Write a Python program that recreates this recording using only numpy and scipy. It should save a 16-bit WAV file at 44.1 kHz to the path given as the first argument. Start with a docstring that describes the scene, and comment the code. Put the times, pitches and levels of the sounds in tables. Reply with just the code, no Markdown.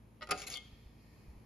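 """Workshop: a steel sheet is drawn out of a pneumatic notching machine.
It shifts, clacks on the steel table, scrapes over the die in short jerks, rings as its edge slips
free and glides off. Impacts and friction slips drive the sheet's clear and dense modes.
Housing and room echo it; behind it a motor hums and the workshop rumbles."""
import sys
import numpy as np
from scipy import signal
from scipy.fft import rfft, irfft
from scipy.io import wavfile

SR = 44100
rng = np.random.default_rng(int(sys.argv[2]) if len(sys.argv) > 2 else 0)


def wav_out(sig):
    """Save sig, one row per channel (or a flat mono array), as 16-bit PCM at SR to the path in sys.argv[1]."""
    wavfile.write(sys.argv[1], SR, np.round(np.clip(np.atleast_2d(sig).T, -1, 1) * 32767).astype(np.int16))


N = 63945
TIME = np.arange(N) / SR
BIN_HZ = np.arange(N + 1) * SR / (2 * N)

# dense modes of the scraped sheet: f/Hz, relative density/dB
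SCRAPE_SPECTRUM = [(150, -5), (450, 3), (850, -2.5), (1100, -9.5), (1600, -3.5), (2400, 0), (3600, -3),
                   (5300, -3), (6900, 3.5), (9000, 6), (10300, -4), (12500, -7.5), (16000, -4)]
# their decay: f/Hz, t60/s
SCRAPE_DECAY = [(400, 0.17), (3000, 0.013), (10000, 0.02)]


def from_db(db):
    return 10 ** (np.asarray(db) / 20)


def unit_rms(x):
    return x / np.sqrt(np.mean(x ** 2) + 1e-20)


def unit_energy(x):
    return unit_rms(x) / np.sqrt(N)


def at_hz(points, hz):
    """Table lookup on a log-frequency axis."""
    points_hz, values = np.transpose(points)
    return np.interp(np.log(np.maximum(hz, 1)), np.log(points_hz), values)


def gain_curve(points):
    return from_db(np.interp(TIME, *np.transpose(points)))


def click(t_s):
    return 1.0 * (np.arange(N) == int(t_s * SR))


def soften(x, cutoff_hz):
    """A softer contact passes less treble."""
    return signal.sosfilt(signal.butter(1, cutoff_hz, fs=SR, output="sos"), x + 1e-18)


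def through(x, response):
    return signal.fftconvolve(x, response)[:N]


def noise_bands(size=N):
    """Yields (centre/Hz, noise) per third octave; neighbours are uncorrelated."""
    edges_hz = 20 * 2 ** (np.arange(30) / 3)
    white = rng.standard_normal((2, size + SR // 8))
    for k, (low, high) in enumerate(zip(edges_hz, edges_hz[1:])):
        bandpass = signal.butter(2, [low, high], "band", fs=SR, output="sos")
        yield np.sqrt(low * high), signal.sosfilt(bandpass, white[k % 2])[-size:]


def dense_ring(spectrum, decay, size=N // 6):
    """Impulse response of countless modes, each band dying at its own rate."""
    out = 0
    for hz, band in noise_bands(size):
        tail = band * from_db(-60 * TIME[:size] / at_hz(decay, hz))
        out += unit_rms(tail) * np.sqrt(hz) * from_db(at_hz(spectrum, hz))
    return unit_energy(np.pad(out, (0, N - size)))


def modal_ring(modes):
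    """Impulse response of a few clear modes, alternating in sign."""
    return sum((-1) ** k * from_db(db - 60 * TIME / t60_s) * np.sin(2 * np.pi * hz * TIME)
               for k, (hz, db, t60_s) in enumerate(modes))


def diffuse(mid, side):
    """Sound from all around: channels alike in the bass, less so above."""
    # diffuse field: f/Hz, left-right correlation
    likeness = [(60, 0.93), (300, 0.84), (1000, 0.2), (3000, 0.54), (10000, 0.15)]
    alike = np.clip(at_hz(likeness, BIN_HZ), -1, 1)
    mid = irfft(rfft(mid, 2 * N) * np.sqrt((1 + alike) / 2))[:N]
    side = irfft(rfft(side, 2 * N) * np.sqrt((1 - alike) / 2))[:N]
    return np.array([mid + side, mid - side])


def place(x):
    """Direct sound reaches the two microphone ports with unequal level and phase."""
    # balance: f/Hz, left minus right/dB
    balance = [(100, 0), (250, -1.5), (700, -1.7), (1300, -2), (2000, 4), (2700, 7), (3500, 5), (5000, 3),
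               (8000, 0)]
    # phase: f/Hz, left lead/rad
    lead = [(100, 0), (1000, 0.66), (1900, 0), (3200, 0.5), (4900, 0.5), (6400, -1.5), (7700, -2),
            (8900, -2.5), (11000, -6.5), (12400, -8), (14000, -9.4)]
    left = from_db(at_hz(balance, BIN_HZ) / 2) * np.exp(.5j * at_hz(lead, BIN_HZ))
    return irfft(rfft(x, 2 * N) * np.array([left, 1 / left]))[:, :N]


def workshop():
    """Rumble with faint hiss, motor hum and soft, low bumps."""
    # rumble and hiss: f/Hz, relative density/dB
    spectrum = [(22, -42), (38, -13), (55, -2.5), (110, -3.5), (200, -6.5), (400, -14.5), (700, -21.5),
                (950, -19.5), (1500, -31), (2300, -29), (4000, -38.5), (7000, -39), (10500, -32),
                (13000, -41), (15000, -92)]
    # their envelope: t/s, level/dB
    levels = [(0, -62), (.3, -61), (.85, -62), (1.15, -60.5), (1.3, -59.5), (1.45, -59.5)]
    # motor tones: f/Hz, rms level/dB
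    tones = [(55, -66), (110, -67), (221, -71.5)]
    # bumps: t/s, level/dB
    thuds = [(0.728, -47), (0.86, -45), (1.283, -42.5), (1.297, -48.5), (1.355, -49), (1.376, -44.5)]
    mid, side = (sum(band * from_db(at_hz(spectrum, hz)) for hz, band in noise_bands()) for _ in range(2))
    rumble = diffuse(unit_rms(mid), unit_rms(side)) * gain_curve(levels)
    hum = sum(np.sqrt(2) * from_db(db) * np.sin(2 * np.pi * (hz * TIME + rng.random()))
              for hz, db in tones)
    thud_hz, thud_t60_s = 62.4, .099
    blows = sum(from_db(db) * click(t_s) for t_s, db in thuds)
    return rumble + hum + through(blows, modal_ring([(thud_hz, 0, thud_t60_s)]))


def reflections(x):
    """Diffuse echoes: early off the machine housing, late off the room."""
    # echo colour: f/Hz, relative density/dB
    colour = [(100, -11), (500, -5.5), (1200, -6.5), (3500, -0.5), (7000, -4), (14000, -14)]
    # room and housing decay: f/Hz, t60/s
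    room_decay = [(100, 1), (1000, 0.98), (3500, 0.91), (7000, 0.55), (14000, 0.8)]
    housing_decay = [(1000, .035), (10000, .021)]
    housing_db, room_db = -7.5, -17
    out = 0
    for db, decay in (housing_db, housing_decay), (room_db, room_decay):
        mid, side = (through(x, dense_ring(colour, decay, size=N)) for _ in range(2))
        out += from_db(db) * diffuse(mid, side)
    return out


def swish():
    """Light, even rubbing as the sheet glides off the table; a few broad modes colour it."""
    # rubbing envelope: t/s, level/dB
    levels = [(.55, -100), (.66, -74), (.85, -74.5), (.95, -78), (1.04, -74), (1.2, -73), (1.31, -77),
              (1.35, -80.5)]
    # dense modes: f/Hz, relative density/dB
    spectrum = [(300, -3), (1000, -15), (1450, -24), (2300, 6), (3600, -8), (5000, 0.5), (10500, -5.5),
                (14000, -4.5)]
    # gliding sheet: f/Hz, relative level/dB, t60/s
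    modes = [(1830, 0, .04), (2130, -2, .025), (2410, 0, .03), (4300, 3, .012), (4900, 3, .012)]
    rubbing = rng.standard_normal(N) * gain_curve(levels)
    body = dense_ring(spectrum, SCRAPE_DECAY) + from_db(-1.5) * unit_energy(modal_ring(modes))
    return through(rubbing, body)


def burr_ticks():
    """Burrs snag on the die: short ticks, each with its own colour."""
    # snags: t/s, relative level/dB
    snags = [(0.3825, -8), (0.4014, -4), (0.418, 0), (0.4728, -1.5), (0.5014, 2), (.5393, -1.5),
             (0.5716, -0.5)]
    ticks = sum(from_db(db) * through(click(t_s), dense_ring(SCRAPE_SPECTRUM, SCRAPE_DECAY))
                for t_s, db in snags)
    return from_db(-22.5) * ticks


def edge_ring():
    """The leaving edge catches on the die; each spot favours other modes of the freed sheet."""
    # catches: t/s, relative level/dB, favoured f/Hz
    catches = [(.5375, 4, 4600), (.5400, -3, 3730), (.5535, 3.5, 3180), (.5600, 3.5, 3200),
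               (.5698, -2, 3000), (.5755, 1.5, 2930)]
    # free sheet: f/Hz, relative level/dB, t60/s
    modes = [(2150, -1, .18), (2945, -8, .06), (3050, -11, .1), (3226, -2.5, .11), (3340, -7, .06),
             (3472, -1, .055), (3570, -5, .04), (4397, -2, .05), (4735, -4, .07)]
    gain_db, half_width_oct = -46.5, .37
    out = 0
    for t_s, catch_db, spot_hz in catches:
        stirred = [(hz, db - 6 * (np.log2(hz / spot_hz) / half_width_oct) ** 2, t60_s)
                   for hz, db, t60_s in modes]
        out += from_db(gain_db + catch_db) * through(click(t_s), modal_ring(stirred))
    return out


def friction(strokes):
    """Bursts of tiny, uneven slips; each burst starts with a snap and lets go quickly."""
    slips_per_s, spread_db, snap_db = 2600, 4.5, 13.5
    attack_s, release_s = .0023, .0097
    out = 0
    for start_s, length_s, db, cutoff_hz in strokes:
        sizes = from_db(spread_db * np.minimum(rng.exponential(1, N), 4)) * rng.choice([-1, 1], N)
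        slips = unit_rms(sizes * (rng.random(N) < slips_per_s / SR))
        attack = np.clip((TIME - start_s) / attack_s, 0, 1)
        release = np.exp(-np.maximum(TIME - start_s - length_s, 0) / release_s)
        snap = from_db(snap_db) * click(start_s + attack_s)
        out += from_db(db) * soften(slips * attack * release + snap, cutoff_hz)
    return out


def scrape():
    """Nudges strike the held sheet; then it jerks over the die, its colour shifting with the contact."""
    # coming unstuck: t/s, length/s, relative level/dB, cutoff/Hz
    nudges = [(.2094, .009, -7, 2500), (.2189, .006, -1, 4900), (.2244, .007, 1, 4900)]
    # sliding jerks: t/s, length/s, relative level/dB, cutoff/Hz
    jerks = [(.345, 0.046, -4, 5600), (.374, 0.032, 3.5, 7450), (.416, 0.0033, 8.5, 11100),
             (.431, 0.01, 5, 3800), (.4645, 0.016, 4.5, 15000), (.4955, 0.014, 5, 14900),
             (.512, 0.033, 5.5, 10400), (.545, 0.017, -0.5, 11100)]
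    # held sheet: f/Hz, relative level/dB, t60/s
    held_modes = [(612, -2, .15), (915, -11, .14), (1236, 0, .09), (1390, -4, .06), (1502, -5, .06),
                  (1790, -7, .06), (1928, -1, .11), (2202, -7, .06), (2681, -6, .08), (2925, -7, .07),
                  (3225, -4, .045), (3930, 0, .04), (4260, -7, .045), (4950, -3, .03), (5250, -6, .03)]
    # sliding sheet: f/Hz, relative level/dB, t60/s
    sliding_modes = [(364, -8, 0.05), (717, -10.5, 0.084), (1207, -12.5, 0.13), (2231, -1, 0.034),
                     (2660, -6, 0.03), (3295, -7, 0.091), (3600, -7, 0.042), (3880, -8, 0.045),
                     (6400, -1, 0.036), (7030, 6.5, 0.029)]
    bodies = [dense_ring(SCRAPE_SPECTRUM, SCRAPE_DECAY) for _ in range(4)]
    taps = sum(from_db(db) * soften(click(t_s), cutoff_hz) for t_s, _, db, cutoff_hz in nudges)
    held_ring = from_db(-46.5) * through(taps, modal_ring(held_modes))
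    held_hiss = from_db(-43.5) * through(soften(friction(nudges), cutoff_hz=3500), bodies[0])
    rasp = sum(through(friction(jerks[k::len(bodies)]), body) for k, body in enumerate(bodies))
    sliding_ring = through(friction(jerks), unit_energy(modal_ring(sliding_modes)))
    return held_ring + held_hiss + from_db(-49.5) * rasp + from_db(-56) * sliding_ring


def clack():
    """The sheet hits the table in a quick run of contacts; the dense modes vary with the spot."""
    # contacts: t/s, relative level/dB, cutoff/Hz
    knocks = [(.2722, -18.5, 4000), (.2900, -5, 1000), (.2956, -5, 800), (.3088, -2, 15000),
              (.3103, 0, 11000), (.3125, -1.5, 5050), (.3153, -1, 7500), (.3170, -1, 7500),
              (.3193, -4, 4600), (.335, -6, 1000), (.362, -13, 900)]
    # sheet on the table: f/Hz, relative level/dB, t60/s
    modes = [(301, -11, .14), (412, 1.5, .17), (578, -8, .22), (620, -12, .15), (739, -7, .25),
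             (782, -9, .18), (1246, 3, .12), (1407, 2, .1), (1809, -7, .08), (2469, -3, .08),
             (2658, -5.5, .1), (4741, -4, .08), (5380, -8, .04), (6220, -7, .05)]
    # dense modes: f/Hz, relative density/dB
    spectrum = [(60, -7), (150, 3), (350, -1.5), (700, 2), (1000, -7.5), (1400, 4.5), (2600, 0), (5000, -8),
                (7000, -2), (9500, 7.5), (11500, -7.5), (15000, -10)]
    # their decay: f/Hz, t60/s
    decay = [(100, 0.23), (500, 0.17), (1500, 0.057), (4000, 0.046), (10000, 0.012)]
    dense = [from_db(-6.5) * dense_ring(spectrum, decay) for _ in range(4)]
    clear = from_db(-41) * modal_ring(modes)
    out = 0
    for k, (t_s, db, cutoff_hz) in enumerate(knocks):
        blow = from_db(db) * soften(click(t_s), cutoff_hz)
        out += through(blow, clear + dense[k % len(dense)])
    return out


def scene():
    """The sheet close by, its echoes and the workshop, in stereo."""
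    contact = clack() + scrape() + burr_ticks()
    edge = edge_ring()
    edge_pan_db = [[2], [-2]]  # left, right
    direct = place(contact) + place(edge) * from_db(edge_pan_db)
    return direct + reflections(contact + edge) + diffuse(swish(), swish()) + workshop()


def record(dry):
    """Tone shaping: deep treble notch, roll-off above it, highest treble removed."""
    notch_hz, width_hz, rolloff_hz, cutoff_hz = 8260, 1620, 12520, 16400
    notch = signal.iirnotch(notch_hz, notch_hz / width_hz, fs=SR)
    dipped = signal.lfilter(*notch, signal.lfilter(*notch, dry))
    rolled = signal.sosfilt(signal.butter(4, rolloff_hz, fs=SR, output="sos"), dipped)
    return signal.sosfilt(signal.ellip(10, .2, 70, cutoff_hz, fs=SR, output="sos"), rolled)


dry = scene()
out = record(dry)
wav_out(out)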